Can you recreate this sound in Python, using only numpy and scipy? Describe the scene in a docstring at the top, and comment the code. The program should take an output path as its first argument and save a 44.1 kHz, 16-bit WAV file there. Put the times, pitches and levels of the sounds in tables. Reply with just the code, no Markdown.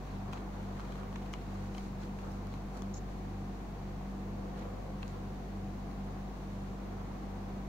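"""Small steel clicks and ticks, close by: a watch bracelet is turned in the fingers and eased off a foam
cushion. Each impact excites modes of the steel, which the hand damps within milliseconds. Stick-slip
friction makes the rub of skin and foam and the short zip of sliding links. Behind them, in a small
room, a fan motor drones and beats slowly against the mains hum."""
import sys
import numpy as np
from scipy import signal
from scipy.fft import rfft, irfft, next_fast_len
from scipy.io import wavfile
from scipy.ndimage import map_coordinates

SR = 44100
rng = np.random.default_rng(int(sys.argv[2]) if len(sys.argv) > 2 else 0)


def wrap_up_sound(samples):
    """Save the sound to the file named by the first command line argument, as 16-bit audio."""
    columns = np.atleast_2d(samples).T
    # keep every value between -1 and 1, then stretch to whole-number steps
    tamed = np.clip(columns, -1, 1)
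    steps = np.round(tamed * 32767).astype(np.int16)
    wavfile.write(sys.argv[1], SR, steps)


N = 338688

# modes of the hand-held bracelet and case: pitch_hz, relative_db, t60_s
STEEL_MODES = [(935, 2.5, 0.025), (1116, 6, 0.018), (1390, 2, 0.0072), (1900, -11, 0.0051),
               (2140, -1, 0.0091), (2400, -7, 0.0094), (2620, 4, 0.016), (3100, 4, 0.014),
               (3600, -13, 0.0093), (4030, 2, 0.014), (4170, 2.5, 0.0068), (4930, 8, 0.0069),
               (5720, 9.5, 0.0059), (6200, -5, 0.0073), (6400, 10, 0.0043), (7300, -5, 0.017),
               (9800, 0, 0.0065), (12800, -2, .004), (15200, 1, .005)]
# link impacts: start_s, case_knock_db, link_clack_db, ping_db, edge_tick_db,
# note_hz, note_db (the link's own note), hinge_snap_db, lean_left_db
CONTACTS = [(0.3273, -54, -59, -60, -71, 2600, -62, -66, -2),
            (0.332, -45, -57, -57.5, -66, 2590, -52, -59, 2.5),
            (0.3348, -50, -63, -63, -74, 3100, -52.5, -62, 1),
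            (0.3427, -61, -64, -62, -75, 3100, -65, -68, 0), (0.372, -49, -64, -70, -80, 2600, -64, -66, 0),
            (0.377, -56, -61, -66, -80, 2100, -58, -65, -1),
            (0.797, -47, -59, -64, -80, 4100, -71, -67, -1),
            (0.804, -45.5, -65, -68, -80, 1400, -60, -62, 4),
            (0.853, -60, -63, -70, -80, 2300, -65, -65, 0), (0.922, -54, -60, -65, -80, 3230, -59, -58, -1),
            (0.955, -49, -60, -72, -80, 2100, -67, -65, 0), (1.033, -51, -63, -72, -80, 1900, -65, -66, 0),
            (1.128, -60, -65, -72, -80, 2800, -67, -67, 0), (1.1583, -47, -59, -63, -80, 1760, -51, -63, 3),
            (1.1604, -49, -60, -62, -80, 3460, -55, -60, 0),
            (1.2608, -54, -62, -73, -80, 2680, -64, -68, 3),
            (1.3315, -61, -70, -63, -62, 5900, -60, -72, 0),
            (1.3374, -43, -51, -50.5, -76, 2890, -46.5, -47, 2),
            (1.7486, -61, -58, -73, -80, 2560, -59, -62, .5),
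            (1.7502, -62, -65, -73, -80, 2520, -59, -59, .5),
            (1.7803, -51, -54, -60, -74, 3020, -55, -58, 2),
            (1.7828, -54, -59, -62, -76, 4250, -59, -57, .5),
            (2.0345, -58, -67, -65, -79, 4450, -64, -70, -2),
            (2.187, -60, -66, -70, -80, 1620, -54, -64, -1.3),
            (2.189, -60, -68, -72, -80, 2700, -60, -68, 0), (2.318, -65, -70, -68, -75, 5800, -65, -72, 0),
            (2.47, -56, -65, -64, -69, 4500, -66, -70, -2), (2.539, -50, -64, -63, -70, 4100, -64, -61, 0),
            (2.772, -60, -66, -63, -74, 4200, -71, -64, 0),
            (2.821, -53, -67, -56.5, -68, 3400, -59, -72, 4),
            (5.027, -56, -63, -70, -80, 2600, -62, -64, 3), (5.0292, -49, -61, -68, -80, 2580, -51, -53, 2),
            (5.031, -47.5, -58, -67, -80, 4090, -54, -58, 0),
            (5.0793, -60, -64, -58, -74, 6860, -65, -66, -1),
            (5.914, -60, -65, -70, -77, 4200, -67, -70, 0)]
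def link_clicks(note_t60_s=0.012, scuff_share=0.04, scuff_t60_s=0.02, rise_s=0.00013):
    """Modal ringing: a blow and a brief scuff excite damped modes of the steel and the link's own note."""
    t = np.arange(SR // 20) / SR
    steel_hz, steel_db, steel_t60 = np.transpose(STEEL_MODES)
    mode_db, t60 = np.append(steel_db, 0), np.append(steel_t60, note_t60_s)
    # edges in Hz part knock, clack, ping and tick; the note is a fifth group
    groups = np.append(np.searchsorted([1500, 4800, 8200], steel_hz), 4)
    out = np.zeros((2, N + SR))
    for start_s, *band_db, note_hz, note_db, snap_db, left_db in CONTACTS:
        # every link differs a little, and each channel hears the modes in another phase
        pitch_hz = np.append(steel_hz * (1 + 0.01 * rng.standard_normal(len(steel_hz))), note_hz)
        phase = rng.standard_normal((2, len(pitch_hz), 1))
        strength_db = mode_db + 1.8 * rng.standard_normal(len(pitch_hz))
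        envelope = amp(strength_db[:, None] - 60 * t / t60[:, None]) * (1 - np.exp(-t / rise_s))
        modes = envelope * np.sin(2 * np.pi * pitch_hz[:, None] * t + phase)
        force = scuff_share * rng.standard_normal((2, len(t))) * amp(-60 * t / scuff_t60_s)
        force[:, 0] += 1  # the blow
        click = amp(snap_db) * hinge_snap(t)
        for group, level_db in enumerate([*band_db, note_db]):
            ring = signal.fftconvolve(modes[:, groups == group].sum(axis=1), force, axes=1)
            click += amp(level_db) * unit_burst(ring[:, :len(t)])
        out[:, round(start_s * SR):][:, :len(t)] += lean(left_db) * click
    return out[:, :N]


# broad resonances of a hinge: centre_hz, width_hz, relative_db
HINGE_MODES = [(2300, 470, 5), (2970, 450, 2), (4200, 600, -11.5)]
def hinge_snap(t, t60_s=0.007, stereo_spread=0.4):
    """Transient excitation: a hinge takes up its play, and the chatter drives its broad resonances."""
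    chatter = rng.standard_normal(len(t)) + stereo_spread * rng.standard_normal((2, len(t)))
    chatter *= amp(-60 * t / t60_s)
    response = resonances(HINGE_MODES, np.fft.rfftfreq(len(t), 1 / SR)) ** 2
    return unit_burst(irfft(rfft(chatter) * response, len(t)))


# the fingers shift their grip on steel and cushion: start_s, length_s, skin_db, foam_db
GRIPS = [(0.007, 0.23, -61.5, -74), (0.295, 0.14, -57, -67), (0.49, 0.32, -64, -75),
         (0.743, 0.33, -60, -70), (1.083, 0.4, -63.5, -73), (1.44, 0.3, -63, -70),
         (1.707, 0.22, -62, -66.5), (1.972, 0.15, -59.5, -68), (2.14, 0.3, -68, -71),
         (2.48, 0.14, -61, -71), (2.71, 0.14, -65, -65), (3.06, .12, -67, -72), (4.533, 0.15, -58.5, -70),
         (4.985, .21, -62.5, -70), (6.3, 0.44, -69, -77), (6.8, 0.98, -78, -88)]
GRIP_ATTACK_S, GRIP_RELEASE_S = 0.047, 0.075
def hinge_ticks(gain_db=-13, ticks_per_s=60, spread_db=1):
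    """Poisson impacts: loose hinges tick at random as the grip shifts, harder under a firmer stroke."""
    sizes = amp(spread_db * np.clip(rng.standard_normal(N), -2, 2)) * rng.standard_normal((2, N))
    ticks = sizes * (rng.random(N) < ticks_per_s / SR)
    grip = strokes(np.array(GRIPS)[:, :3], GRIP_ATTACK_S, GRIP_RELEASE_S)
    return amp(gain_db) * grip * unit(filtered(ticks, lambda f: resonances(HINGE_MODES, f)))


# modes of a sliding link: centre_hz, width_hz, relative_db
SLIDE_MODES = [(4300, 900, -17), (5640, 450, -11), (6050, 350, -12), (6600, 320, -5.5), (6850, 290, -4),
               (7260, 200, -8)]
# links slide over each other: start_s, length_s, level_db, pitch_ratio
SLIDES = [(2.012, 0.052, -69, 0.81), (2.935, 0.062, -54, 0.99)]
def link_slides(grit_db=-15):
    """Stick-slip of steel on steel: quick slips excite a cluster of high modes over a faint, broad grit."""
    ring = lambda f: resonances(SLIDE_MODES, f) * lowpass(f, 7400, 30) * highpass(f, 3900, 6)
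    out = np.zeros((2, N))
    for start_s, length_s, level_db, pitch_ratio in SLIDES:
        slips = friction(lambda f: ring(f / pitch_ratio), rate_hz=500, rough_db=3)
        grit = friction(lambda f: resonances([(6000, 6000, 0)], f), rate_hz=530, rough_db=12)
        envelope = strokes([(start_s, length_s, level_db)], attack_s=0.008, release_s=0.022)
        out += envelope * (slips + amp(grit_db) * grit)
    return out


# friction spectra of skin and of foam: frequency_hz, density_db
SKIN_SPECTRUM = [(700, -11), (1400, 4), (2200, -4), (3200, -7.5), (4300, -6), (5200, -26), (9000, -45)]
FOAM_SPECTRUM = [(2000, -45), (4200, 7), (6000, 8.5), (7100, 6), (8200, 0), (15000, -11)]
def finger_rub(skin_hold_db=-72, foam_hold_db=-86):
    """Sliding friction: skin drags over steel and foam crackles finely; even a steady hold creeps."""
    grips = np.array(GRIPS)
    skin_gain = np.hypot(amp(skin_hold_db), strokes(grips[:, :3], GRIP_ATTACK_S, GRIP_RELEASE_S))
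    foam_gain = np.hypot(amp(foam_hold_db), strokes(grips[:, [0, 1, 3]], GRIP_ATTACK_S, GRIP_RELEASE_S))
    skin = friction(lambda f: amp(along(SKIN_SPECTRUM, f)), rate_hz=200, rough_db=2)
    foam = friction(lambda f: amp(along(FOAM_SPECTRUM, f)), rate_hz=190, rough_db=2)
    return skin_gain * skin + foam_gain * foam


# the cushion is drawn out of its case: start_s, length_s, relative_db
PULL = [(4.25, 0.97, -52.5)]
# modes of the hollow case: centre_hz, width_hz, relative_db
CAVITY_MODES = [(507, 43, 4), (527, 64, -3), (694, 90, -8)]
def cushion_pull(gain_db=-1):
    """Cavity resonance: foam drags along the lining and sounds the hollow of the case."""
    hollow = lambda f: resonances(CAVITY_MODES, f) * lowpass(f, 900, 4) * highpass(f, 350, 4)
    envelope = amp(gain_db) * strokes(PULL, attack_s=0.13, release_s=0.45)
    return envelope * friction(hollow, rate_hz=89, rough_db=2.5)


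# a hand sweeps over the padded case: start_s, length_s, relative_db
SWEEPS = [(0.17, 0.61, -53), (0.75, 0.45, -52), (1.22, 0.15, -53), (1.48, 0.19, -51.5), (2.17, 0.29, -55),
          (2.48, 0.087, -61), (2.72, 0.16, -52), (4.33, 0.56, -56.5), (5.08, 0.23, -54.5),
          (6.05, 0.23, -54), (6.72, 1, -56)]
# friction spectrum of the padding: frequency_hz, density_db
PADDING_SPECTRUM = [(200, -28), (330, -7), (470, 1), (600, -2.5), (780, -4.5), (1150, -3.5), (1400, -7.5),
                    (2000, -21), (5000, -56)]
def hand_brush(gain_db=-1, rest_db=-71.5):
    """Friction on a soft surface: hands brush the padding with a dull rustle, faint while they rest."""
    envelope = amp(gain_db) * np.hypot(amp(rest_db), strokes(SWEEPS, attack_s=0.066, release_s=0.14))
    return envelope * friction(lambda f: amp(along(PADDING_SPECTRUM, f)), rate_hz=70, rough_db=3.5)


# harmonics of the fan's shaft: order, level_db, flutter_db
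SHAFT_ORDERS = [(1, -45, 0.43), (2, -51.5, 1.9), (3, -54, 1.3)]
# level of the low drone near 196 Hz, a steady fan tone wavering as air noise mixes with it:
# time_s, level_db
DRONE_LEVEL = [(0.1, -63), (0.15, -45), (0.5, -51), (0.67, -43.5), (0.82, -49), (1.28, -46.5), (1.44, -59),
               (1.48, -44.5), (1.95, -46.5), (2.08, -44.5), (2.79, -49), (2.85, -42), (2.93, -44.5),
               (2.98, -56), (3.03, -45.5), (3.24, -47.5), (3.5, -46), (3.66, -52), (3.85, -47.5),
               (4.25, -44.5), (4.72, -48), (4.8, -59), (4.93, -46.5), (5.07, -47), (5.13, -50),
               (5.22, -44.5), (5.43, -49.5), (5.55, -44.5), (5.95, -48.5), (6.02, -42), (6.15, -51),
               (6.21, -42.5), (6.39, -53), (6.47, -45), (7.1, -48.5), (7.6, -45)]
def fan_motor(shaft_hz=48.88, mains_hz=49.985, hum_db=-55.5, flutter_hz=7, drone_flutter_db=0.5):
    """Beating: the rotor slips behind the mains, so its second order and the hum beat about twice a second."""
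    t = np.arange(N) / SR
    shaft_rad = 2 * np.pi * shaft_hz * t
    drone = (4, np.interp(t, *np.transpose(DRONE_LEVEL)), drone_flutter_db)
    tones = np.zeros(N)
    for order, level_db, flutter_db in [*SHAFT_ORDERS, drone]:
        # the room shifts the higher orders, so they never add up to a pulse
        shift_rad = 1.05 * (order - 1) * (order - 2)
        flutter = amp(flutter_db * unit(wobble(flutter_hz)))
        wander_rad = -0.01 * flutter_db * wobble(flutter_hz)
        tones += amp(level_db) * unit(flutter * np.sin(order * shaft_rad + shift_rad + wander_rad))
    hum = amp(hum_db) * unit(-np.sin(2 * np.pi * 2 * mains_hz * t))
    return lean(0.15) * (tones + hum)


# resonances of fan and room: centre_hz, width_hz, relative_db
HOUSING_MODES = [(125.2, 5.6, 3.5), (175, 12, -2), (239.6, 38, 0.5), (290, 3.1, -5.5), (320.6, 11, 2),
                 (377.5, 20, -2), (450, 21, -7), (495.4, 29.4, -3), (607, 4.3, -4.5), (626, 13, -7),
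                 (684, 23, -4), (741, 24, -2.5), (787, 5.3, 0), (1090, 40, -25)]
# spectra of moving air and of hiss: frequency_hz, density_db
AIR_SPECTRUM = [(20, -6.5), (60, -10), (110, -6), (180, -2), (270, -5.5), (400, -9.5), (570, -16.5),
                (800, -11.5), (1130, -13), (1270, -19), (2200, -24), (3200, -30.5), (4400, -30),
                (5200, -35)]
HISS_SPECTRUM = [(3500, -45), (4800, -1.5), (5400, 2), (6400, 1.5), (7200, -1), (8100, -7), (11000, -8),
                 (15500, -7)]
def fan_air(housing_db=-50, air_db=-48.5, hiss_db=-68):
    """Broadband flow noise: air rushes, and the resonances of fan and room sound under a faint hiss."""
    power = lambda f: sum(abs(resonances([mode], f)) ** 2 for mode in HOUSING_MODES)
    housing = amp(housing_db) * diffuse(lambda f: np.sqrt(power(f)) * lowpass(f, 1200, 3))
    air = amp(air_db) * diffuse(lambda f: amp(along(AIR_SPECTRUM, f)) * lowpass(f, 5600, 6))
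    hiss = amp(hiss_db) * diffuse(lambda f: amp(along(HISS_SPECTRUM, f)))
    return lean(0.4) * (housing + air) + hiss


# likeness of left and right: frequency_hz, coherence
COHERENCE = [(100, 0.76), (200, 0.89), (300, 0.9), (500, 0.48), (900, 0.24), (2000, 0), (6000, 0)]
def diffuse(response):
    """Diffuse field: noise of rms 1, coherent in the bass and unrelated in the treble."""
    angle = lambda f: np.arccos(along(COHERENCE, f)) / 2
    split = lambda f: response(f) * np.array([np.cos(angle(f)), np.sin(angle(f))])
    mid, side = filtered(rng.standard_normal((2, N)), split)
    return unit(np.array([mid + side, mid - side]))


# reverberation times of the small room: frequency_hz, t60_s
ROOM_DECAY = [(300, 0.12), (2000, 0.16), (10000, 0.057)]
def room(x):
    """Reverberation: a short diffuse tail decays exponentially, different in each channel."""
    hz, t, noise = signal.stft(rng.standard_normal((2, SR // 3)), SR, nperseg=256)
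    tail = signal.istft(noise * amp(-60 * t / along(ROOM_DECAY, hz)[:, None]), SR, nperseg=256)[1]
    delayed = np.pad(tail, ((0, 0), (SR // 300, 0))) / np.linalg.norm(tail[0])
    return signal.fftconvolve(x, delayed, axes=1)[:, :N]


def friction(response, rate_hz, rough_db):
    """Stick-slip noise of rms 1: clumps of tiny slips pass through a body's response."""
    return unit(filtered(rng.standard_normal((2, N)) * amp(rough_db * wobble(rate_hz)), response))


def strokes(rows, attack_s, release_s):
    """Trapezoidal envelopes: each stroke rises, holds and lets go."""
    t = np.arange(N) / SR
    return sum(amp(db) * np.clip(np.minimum((t - start) / attack_s, (start + length - t) / release_s), 0, 1)
               for start, length, db in rows)


def resonances(modes, f):
    """Superposition: the summed response of damped resonators."""
    return sum(amp(db) * 1j * f * width / (hz * hz - f * f + 1j * f * width) for hz, width, db in modes)


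def lowpass(f, corner_hz, order):
    """Maximally flat roll-off above the corner."""
    return 1 / np.sqrt(1 + (f / corner_hz) ** (2 * order))


def highpass(f, corner_hz, order):
    """Maximally flat roll-off below the corner."""
    return lowpass(corner_hz, f + 1, order)


def filtered(x, response):
    """Linear filtering: the spectrum of x times a frequency response."""
    size = next_fast_len(N + SR // 2)
    return irfft(rfft(x, size) * response(np.fft.rfftfreq(size, 1 / SR)), size)[..., :N]


def wobble(rate_hz):
    """Random modulation: a smooth curve through rate_hz knots a second."""
    knots = rng.standard_normal(int(N * rate_hz / SR) + 4)
    return map_coordinates(knots, [np.arange(N) * rate_hz / SR])


def along(points, hz):
    """Interpolation on a log frequency axis."""
    point_hz, values = np.transpose(points)
    return np.interp(np.log(hz + 1), np.log(point_hz + 1), values)


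def lean(left_db):
    """Level panning: left up and right down by left_db."""
    return amp([[left_db], [-left_db]])


def amp(db):
    """Decibels to gain."""
    return 10 ** (np.asarray(db) / 20)


def unit(x):
    """Scale to rms 1."""
    return x / np.sqrt(np.mean(x ** 2) + 1e-20)


def unit_burst(x):
    """Scale to the energy of five milliseconds of stereo at rms 1."""
    return x * np.sqrt(2 * (SR // 200) / np.sum(x ** 2))


def scene(room_db=-15):
    """Superposition: the steel and its reverberation, the handling, and the fan further off."""
    steel = link_clicks() + hinge_ticks() + link_slides()
    reverberation = amp(room_db) * room(steel)
    handling = hand_brush() + finger_rub() + cushion_pull()
    return steel + reverberation + handling + fan_motor() + fan_air()


# treble dip of the microphone's right port: centre_hz, width_hz, depth_fraction
PORT_NOTCH = (5250, 530, 0.67)
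def record(dry, top_hz=15750):
    """Microphone response: a notch in the right channel and a band limit on both."""
    hz, width_hz, depth = PORT_NOTCH
    right = filtered(dry[1], lambda f: 1 - depth / (1 + (2 * (f - hz) / width_hz) ** 2))
    return filtered(np.array([dry[0], right]), lambda f: f < top_hz)


dry = scene()
out = record(dry)
wrap_up_sound(out)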